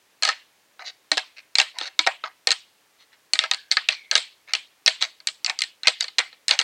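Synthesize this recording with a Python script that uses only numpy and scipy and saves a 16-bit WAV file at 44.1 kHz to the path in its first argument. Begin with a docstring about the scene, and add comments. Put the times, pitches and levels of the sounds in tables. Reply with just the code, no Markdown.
"""Two deer antlers are clashed and ground together by hand, close by, in a faint hiss of still air.
From a first quick flurry on, thin tines click and thick beams knock, each contact ringing damped bone modes.
Every contact skids on briefly, and here and there the knobbly beams drag along each other in random slips.
About halfway through, two freed tines sing on as fuzzy bands that sag in pitch.
All along, the trunks of the wood scatter the sound into short, soft noise tails of varying level."""
import sys
import numpy as np
from scipy import signal
from scipy.fft import rfft, irfft, next_fast_len
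from scipy.io import wavfile
from scipy.ndimage import uniform_filter1d, minimum_filter1d

SR = 44100
rng = np.random.default_rng(int(sys.argv[2]) if len(sys.argv) > 2 else 0)


def waveform_to_disk(signal):
    """Save audio, clipped to [-1, 1], as 16-bit WAV at the path in sys.argv[1]."""
    frames = np.transpose(np.atleast_2d(signal))
    scaled = np.clip(frames, -1, 1) * 32767
    samples = np.round(scaled).astype(np.int16)
    wavfile.write(sys.argv[1], SR, samples)


N = 292383

# blows of antler on antler: (time [s], strength [dB], heft = main beam's level re strength [dB],
# edge = crack's level re strength [dB], strongest resonance of the struck spot [Hz])
CONTACTS = [(0.2237, -20, -19, -11, 4240), (0.233, -15, -22, -9.5, 4160), (0.2509, -16, -19.5, -9.5, 4390),
            (0.2768, -28.0, -4, -13, 2880), (0.289, -15.0, -16, -14.5, 1296), (0.793, -42, -3, -34, 1530),
            (1.1161, -13, -14, -8.5, 4260), (1.1716, -21, -10, -10, 3880),
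            (1.1783, -16.5, -11.5, -12, 2670), (1.3826, -41, -26.5, -27, 2510),
            (1.554, -13.5, -34.5, -9.5, 4170), (1.5847, -11.5, -15.5, -9, 4700),
            (1.5902, -18, -15, -11, 3570), (1.5997, -11, -17, -11.5, 2700), (1.6143, -18, -19, -14.5, 3920),
            (1.7859, -25.0, -26.5, -8, 3850), (1.8126, -25.5, -9.5, -23, 3640),
            (1.8764, -34, -17.5, -14, 1790), (1.9913, -8, -26.5, -16, 3680),
            (2.0648, -20, -8.5, -17.5, 2820), (2.0714, -12.5, -8, -13, 763),
            (2.238, -25, -8.5, -40.5, 1280), (2.4716, -13, -15.5, -7, 4190),
            (2.4885, -25, -10.5, -12, 4200), (2.506, -14.5, -24.5, -9, 4140),
            (2.5162, -14.0, -34.5, -7, 3790), (2.5232, -21, -24.5, -10.5, 4460),
            (3.3345, -15, -23.5, -2.5, 4450), (3.354, -22.5, -22, -17, 1910),
            (3.39, -10, -30.5, -14.5, 3700), (3.438, -20.5, -13, -17, 1320),
            (3.5127, -13, -23.5, -11.5, 3740), (3.5357, -22.5, -25, -20, 4260),
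            (3.5446, -28, -27.5, -7, 4580), (3.7142, -13.5, -40.5, -8, 4380),
            (3.7211, -18.0, -39.5, -9.5, 4400), (3.7694, -8.5, -29, -26, 1690),
            (3.8872, -10.0, -27, -17, 2370), (4.1126, -14.5, -31, -10, 4130),
            (4.1532, -8.5, -23.5, -10.5, 4510), (4.1628, -17.5, -22, -10.5, 4040),
            (4.1771, -19.5, -22.5, -9.5, 3670), (4.5353, -15.5, -25.5, -7.5, 2920),
            (4.5505, -18, -27, -14.5, 2600), (4.8616, -18, -23, 0.5, 5540), (4.8695, -17.5, -25, -18, 3990),
            (4.8776, -7.5, -23, -14, 4080), (5.024, -15, -26, -12, 4130), (5.2024, -42.5, -25, -17, 4440),
            (5.2719, -18, -36, -4, 4100), (5.2864, -25, -28.5, -13.5, 4130),
            (5.4459, -21.5, -30, -3.5, 4640), (5.4622, -20.5, -38, -6, 4240),
            (5.4968, -18, -34.5, -12.5, 2280), (5.5896, -25.5, -50.5, -1, 4660),
            (5.6062, -28, -39, -7, 4560), (5.6188, -14, -43.5, -11, 1860),
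            (5.6371, -23, -42.5, -12.5, 2770), (5.8329, -25.5, -45.5, -17, 4100),
            (5.8713, -6, -24.5, -13.5, 2480), (5.881, -10.5, -21.5, -14.5, 4480),
            (6.0076, -17.0, -37.5, -7, 3800), (6.0418, -26, -21, -13.5, 4230),
            (6.0817, -30, -29, -22, 4340), (6.184, -12.5, -27.5, -11.5, 4180),
            (6.1898, -16.5, -16.5, -8.5, 2240), (6.3285, -42.5, -14.5, -33, 4040),
            (6.4819, -19, -32, -0.5, 4020), (6.4915, -18.5, -27, -10.5, 2620),
            (6.5093, -9.5, -22.5, -14, 4290), (6.59, -12.5, -30.5, -10, 2800),
            (6.599, -17.5, -20.5, -10, 2020), (6.6132, -19.5, -22.5, -14, 3260)]
# borders of the bands where beam, forks, tines and crack sound: (frequency [Hz])
PART_EDGES = [290, 1100, 3000, 5500, 11200]
# dense, unresolved ringing of a contact: (frequency [Hz], relative density [dB per Hz])
CRACK_COLOUR = [(200, -24), (500, -6), (1200, 7), (4300, 17.5), (6000, -7), (8000, 0), (10000, -19),
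                (12000, -27), (15000, -39)]

USUAL_HEFT_DB = -20  # heft of an ordinary contact
ATTACK_S = .008  # a contact's level is its rms over this first stretch


def amp(db):
    """Decibels to gain."""
    return 10 ** (np.asarray(db) / 20)


def unit(x):
    """Each row at rms 1."""
    return x / np.sqrt(np.mean(x ** 2, axis=-1, keepdims=True) + 1e-20)


def along(points, hz):
    """(Hz, value) points read on a log frequency axis."""
    f, v = np.transpose(points)
    return np.interp(np.log(hz + 1), np.log(f + 1), v)


def filtered(x, response):
    """x shaped by a gain given as a function of frequency in Hz."""
    n = x.shape[-1]
    m = next_fast_len(n + 2048)
    spectrum = rfft(x, m) * response(np.fft.rfftfreq(m, 1 / SR))
    return irfft(spectrum, m)[..., :n]


def noise(spectrum, shape):
    """Coloured noise of rms 1."""
    return unit(filtered(rng.standard_normal(shape), lambda hz: amp(along(spectrum, hz))))


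def fade(t, t60):
    """Exponential decay by 60 dB in t60 seconds."""
    return np.exp(-np.log(1000) * t / t60)


def add(track, s, sound):
    """Mix a sound into the track at time s."""
    room = track[max(round(s * SR), 0):][:len(sound)]
    room += sound[:len(room)]


def clacks(crack_db=10, crack_t60=0.012, chatter_db=-5, chatter_t60=0.055,
           spot_db=17, spot_cycles=70, spot_longest_s=0.044, beam_db=-3, beam_cycles=30,
           tick_db=9, rebound_db=-9, rebound_s=.003):
    """Each contact is a tick, a crack and ringing bone; it rebounds at once, then is levelled band by band."""
    # each new grip sets the main beam's deepest strong note: (time [s], frequency [Hz])
    grips = [(0, 768), (1.05, 299), (1.145, 762), (1.94, 315), (2.03, 775), (2.4, 481), (3.2, 780),
             (3.65, 498)]
    grip_s, grip_hz = np.transpose(grips)
    rows = np.array(CONTACTS)
    time_s, spot_hz = rows[:, [0]], rows[:, [-1]]
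    t = np.arange(SR // 14) / SR

    dense = amp(crack_db) * fade(t, crack_t60) + amp(chatter_db) * fade(t, chatter_t60)
    crack = dense * noise(CRACK_COLOUR, (len(rows), len(t)))
    ring = ringing(t, len(rows), spread_db=5.5, detune=0.013)
    # bone gives a little, so the ring builds just behind the hard surface's tick
    build = 1 - np.exp(-t / .0002)
    tick = noise(CRACK_COLOUR, ring.shape) * fade(t, .005)
    blow = build * (ring + crack) + amp(tick_db) * tick

    flights = rebound_s * rng.uniform(.5, 1, len(rows))
    rebounds = [np.interp(t - flight, t, first, left=0) for flight, first in zip(flights, blow)]
    blow += amp(rebound_db) * np.array(rebounds)

    # the hand damps the struck spot, so its t60 has an upper limit
    damped_cycles = np.minimum(spot_cycles, spot_longest_s * spot_hz)
    blow += amp(spot_db) * build * resonance(t, spot_hz, damped_cycles)
    beam_hz = grip_hz[np.searchsorted(grip_s, time_s) - 1]
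    blow += amp(beam_db) * build * resonance(t, beam_hz, beam_cycles)

    attack = t < ATTACK_S
    levels = shares()
    sounds = 0
    for k in range(len(PART_EDGES) - 1):
        band = signal.butter(4, PART_EDGES[k:k + 2], "band", fs=SR, output="sos")
        part = signal.sosfilt(band, blow)
        sounds = sounds + amp(levels[:, [k]]) * part / part[:, attack].std(axis=1, keepdims=True)
    track = np.zeros(N)
    for s, sound in zip(rows[:, 0], sounds):
        add(track, s, sound)
    return track


def shares(fork_db=-9, tine_db=-4, fork_db_per_octave=-2.5, tine_db_per_octave=3,
           heft_fills=.15, usual_spot_hz=3000):
    """Beam, fork, tine and crack levels in dB: higher spots favour tines over forks; heft fills the forks."""
    _, db, heft_db, edge_db, spot_hz = np.transpose(CONTACTS)
    octaves = np.log2(spot_hz / usual_spot_hz)
    forks = fork_db + fork_db_per_octave * octaves + heft_fills * (heft_db - USUAL_HEFT_DB)
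    tines = tine_db + tine_db_per_octave * octaves
    return (db + np.array([heft_db, forks, tines, edge_db])).T


def ringing(t, count, spread_db, detune):
    """Bone modes, a row per contact: the place of the blow sets their strengths, the grip shifts them a little."""
    # hand-held antler: (centre frequency [Hz], relative level [dB], t60 before any extra damping [s])
    bone_modes = [(308, -19.5, 0.053), (499, -20, 0.072), (633.6, -6, 0.092), (779.7, -3, 0.08),
                  (905, -7, 0.038), (1003, -13.5, 0.11), (1285.5, 1, 0.055), (1508, 2, 0.044),
                  (1641, 5, 0.046), (1846, 9, 0.045), (2108, 14, 0.024), (2288, 5, 0.072), (2524, 8, 0.022),
                  (2800, 4.5, 0.025), (3375, -2, 0.02), (3800, 6.5, 0.011), (4112, 6.5, 0.025),
                  (4419, 8.5, 0.014), (5020, -8, 0.0073), (5127, 2.5, 0.0068), (6150, 4.5, 0.0052),
                  (6880, -10, 0.0075), (7070, -3, 0.005), (7220, -10, 0.0039)]
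    hz, db, t60 = np.transpose(bone_modes)
    strength, shift, side = rng.standard_normal((count, 3, len(hz))).transpose(1, 0, 2)
    gain = amp(db + spread_db * strength) * np.sign(side)
    pitch = hz * (1 + detune * shift)
    rows = np.zeros((count, len(t)))
    for k in range(len(hz)):
        rows += gain[:, [k]] * np.sin(2 * np.pi * pitch[:, [k]] * t) * fade(t, t60[k])
    return rows


def resonance(t, hz, cycles):
    """One bone mode that falls by 60 dB in so many cycles."""
    return np.sin(2 * np.pi * hz * t) * fade(t, cycles / hz)


def scrapes(strokes, swell, slip_rate, size_db, trim_db, grit_db=13, spot_db=5, spot_cycles=40,
            tilt=1.0, focus_db=6.5, focus_octaves=0.52, press_power=0.71):
    """Knobs catch and slip at random, each slip a tiny blow on bone; the rasp centres on the rubbed spot's note.

    swell is the share of the stroke before full pressure, slip_rate is in slips per second."""
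    # colour of the scraping before focus and tilt: (frequency [Hz], relative density [dB per Hz])
    rasp_colour = [(150, -49), (400, -11.5), (700, 1.5), (1200, -2.5), (2300, -4), (4300, 1), (6000, -2),
                   (9000, -23), (13000, -40)]
    grit_t60, middle_hz = .014, 2500
    track, t = np.zeros(N), np.arange(SR // 20) / SR
    for start, end, db, spot_hz in strokes:
        u = np.linspace(0, 1, max(round((end - start) * SR), len(t) // 10))
        pressure = np.interp(u, [0, swell, 1], [0, 1, 0]) ** press_power
        # uniform spread in dB with standard deviation size_db, random polarity
        sizes = amp(size_db * rng.uniform(-np.sqrt(3), np.sqrt(3), len(u))) * rng.choice([-1, 1], len(u))
        slips = (rng.random(len(u)) < slip_rate / SR) * sizes * pressure

        bone = ringing(t, 1, spread_db=2, detune=0.027)[0] * fade(t, 0.024)
        bone += amp(spot_db) * resonance(t, spot_hz, spot_cycles)
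        grit = amp(grit_db) * fade(t, grit_t60) * rng.standard_normal(len(t))
        slope = tilt * np.log(spot_hz / middle_hz)  # higher spots rasp brighter

        def colour(hz):
            """Rasp gain with a broad peak at the rubbed spot's note."""
            focus = focus_db * np.exp(-(np.log2((hz + 1) / spot_hz) / focus_octaves) ** 2)
            return amp(along(rasp_colour, hz) + focus) * (1 + hz / middle_hz) ** slope

        rasp = filtered(signal.fftconvolve(slips, bone + grit), colour)
        add(track, start, amp(db + trim_db) * rasp / (rasp[:len(u)].std() + 1e-9))
    return track


def skids(length_s=.03, under_blow_db=-18, db_per_heft_db=0.47):
    """Every contact slides on over the same spot, harder with heft; levels stand before the rubbing's trim."""
    strokes = []
    for s, db, heft_db, _, spot_hz in CONTACTS:
        level_db = db + under_blow_db + db_per_heft_db * (heft_db - USUAL_HEFT_DB)
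        strokes.append((s, s + length_s, level_db, spot_hz))
    return strokes


def singing():
    """A freed tine's lingering ring is a fuzzy band of close modes, read ever more slowly so its pitch sags."""
    # tines singing on after a blow:
    # (time [s], starting pitch [Hz], starting level [dB], t60 [s], sag [share of pitch per s])
    free_tines = [(3.512, 1660, -43.5, 0.5, 0.05), (3.888, 2430, -37.5, 0.58, .5)]
    track, t = np.zeros(N), np.arange(SR // 2) / SR
    for s, pitch, db, t60, sag in free_tines:
        band = filtered(rng.standard_normal(len(t)), lambda hz: np.exp(-((hz / pitch - 1) / .09) ** 2))
        sagging = np.interp(t - sag * t ** 2 / 2, t, band)
        add(track, s, amp(db) * unit(sagging) * fade(t, t60))
    return track


def smooth_pulses():
    """Summed over all directions no mode stands out: each part of a contact feeds the tail as one smooth pulse."""
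    s = np.transpose(CONTACTS)[0]
    sizes = amp(shares().T) * np.sqrt(ATTACK_S * SR)  # the energy of the attack in one sample
    track = np.zeros(N)
    for size, lo, hi in zip(sizes, PART_EDGES, PART_EDGES[1:]):
        def band(hz):
            """Crack colour within the part's borders."""
            offset = (hz ** 2 - lo * hi) / ((hz + 1) * (hi - lo))
            return unit(amp(along(CRACK_COLOUR, hz)) / np.sqrt(1 + offset ** 8))

        pulses = np.bincount(np.round(s * SR).astype(int), size, N)
        track += filtered(pulses, band)
    return track


def woods(x, build_s=0.0096, patchy_db=3.5):
    """Trunks and ground scatter the sound into noise tails, a new one for each tenth of a second."""
    # how long the trees answer: (frequency [Hz], t60 [s])
    tree_decay = [(200, 0.0066), (600, 0.17), (1400, 0.19), (2300, 0.32), (3700, 0.31), (6000, 0.28),
                  (10000, 0.18)]
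    # colour of their answer: (frequency [Hz], relative level [dB])
    tree_colour = [(200, 0), (700, 5.5), (2200, -1.5), (4000, -8), (7000, -4), (12000, 1.5)]
    step = SR // 10
    pieces = np.pad(x, (0, -N % step)).reshape(-1, step)
    hz, t, z = signal.stft(rng.standard_normal((len(pieces), SR // 2)), SR, nperseg=256)
    decay = fade(t, along(tree_decay, hz)[:, None])
    build = 1 - np.exp(-(t / build_s) ** 2)
    shape = amp(along(tree_colour, hz))[:, None] * decay * build
    # single trunks answer in patches of frequency and time
    patches = uniform_filter1d(rng.standard_normal(z.shape), size=8, axis=1)
    patches = unit(uniform_filter1d(patches, size=5, axis=2))
    tails = signal.istft(z * shape * amp(patchy_db * patches), SR, nperseg=256)[1]
    tails /= np.linalg.norm(tails, axis=1, keepdims=True)
    track = np.zeros(N)
    for k, echo in enumerate(signal.fftconvolve(pieces, tails, axes=1)):
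        add(track, k * step / SR, echo)
    return track


def still_air(level_db=-62.5):
    """Still air and hiss: steady coloured noise."""
    # (frequency [Hz], relative density [dB per Hz])
    air_colour = [(15, -58), (25, -30), (117, -11.5), (263, -10), (301, -5), (344, -8), (416, -6),
                  (641, -6), (1160, -6.5), (1480, -7.5), (1740, -5.5), (5570, -11.5), (16000, -19.5)]
    return amp(level_db) * noise(air_colour, N)


def scene():
    """Antlers close by, their echo from the trees, and the faint air."""
    # beam dragged along beam: (start [s], end [s], level before trim [dB], strongest resonance [Hz])
    drags = [(0.229, 0.33, -26, 4230), (0.787, 0.864, -42, 1650), (0.848, 0.91, -34.5, 4220),
             (1.361, 1.411, -43, 2550), (1.738, 1.807, -45, 1000), (1.788, 1.892, -33, 3660),
             (2.235, 2.286, -35.5, 1294), (2.98, 3.047, -55, 3320), (3.113, 3.159, -55.5, 2700),
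             (3.396, 3.47, -32, 2730), (3.709, 3.744, -27, 4340), (3.89, 3.955, -32.5, 4270),
             (4.115, 4.15, -29.5, 1910), (4.47, 4.53, -43.5, 2300), (5.004, 5.061, -25, 4090),
             (5.465, 5.522, -29.5, 2283), (5.84, 5.898, -32, 1900), (5.999, 6.044, -28.5, 4110),
             (6.182, 6.222, -25.5, 2320), (6.488, 6.559, -26.5, 2420)]
    # level of the soft noise tail over time, set on the sound that feeds it: (time [s], level [dB])
    tail_levels = [(0.25, -13), (1.6, -14.5), (2.3, -16), (3.45, -14.5), (4.15, -10), (4.55, -13.5),
                   (5.5, -16), (6.2, -14)]
    dragging = scrapes(drags, swell=0.46, slip_rate=800, size_db=4, trim_db=-2)
    skidding = scrapes(skids(), swell=.1, slip_rate=800, size_db=4, trim_db=-2)
    rubbing = dragging + skidding
    tail_gain = amp(np.interp(np.arange(N) / SR, *np.transpose(tail_levels)))
    echo = woods(tail_gain * (smooth_pulses() + rubbing))
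    return (clacks() + rubbing + singing() + echo + still_air())[None]


def record(dry, ceiling=.97, top_hz=16000):
    """A fast look-ahead limiter eases peaks down to the ceiling; then all above the band limit is cut."""
    needed = ceiling / np.maximum(np.abs(dry), ceiling)
    held = minimum_filter1d(needed, size=49)
    gain = uniform_filter1d(uniform_filter1d(held, size=25), size=25)
    return filtered(dry * gain, lambda hz: hz < top_hz)


dry = scene()
out = record(dry)
waveform_to_disk(out)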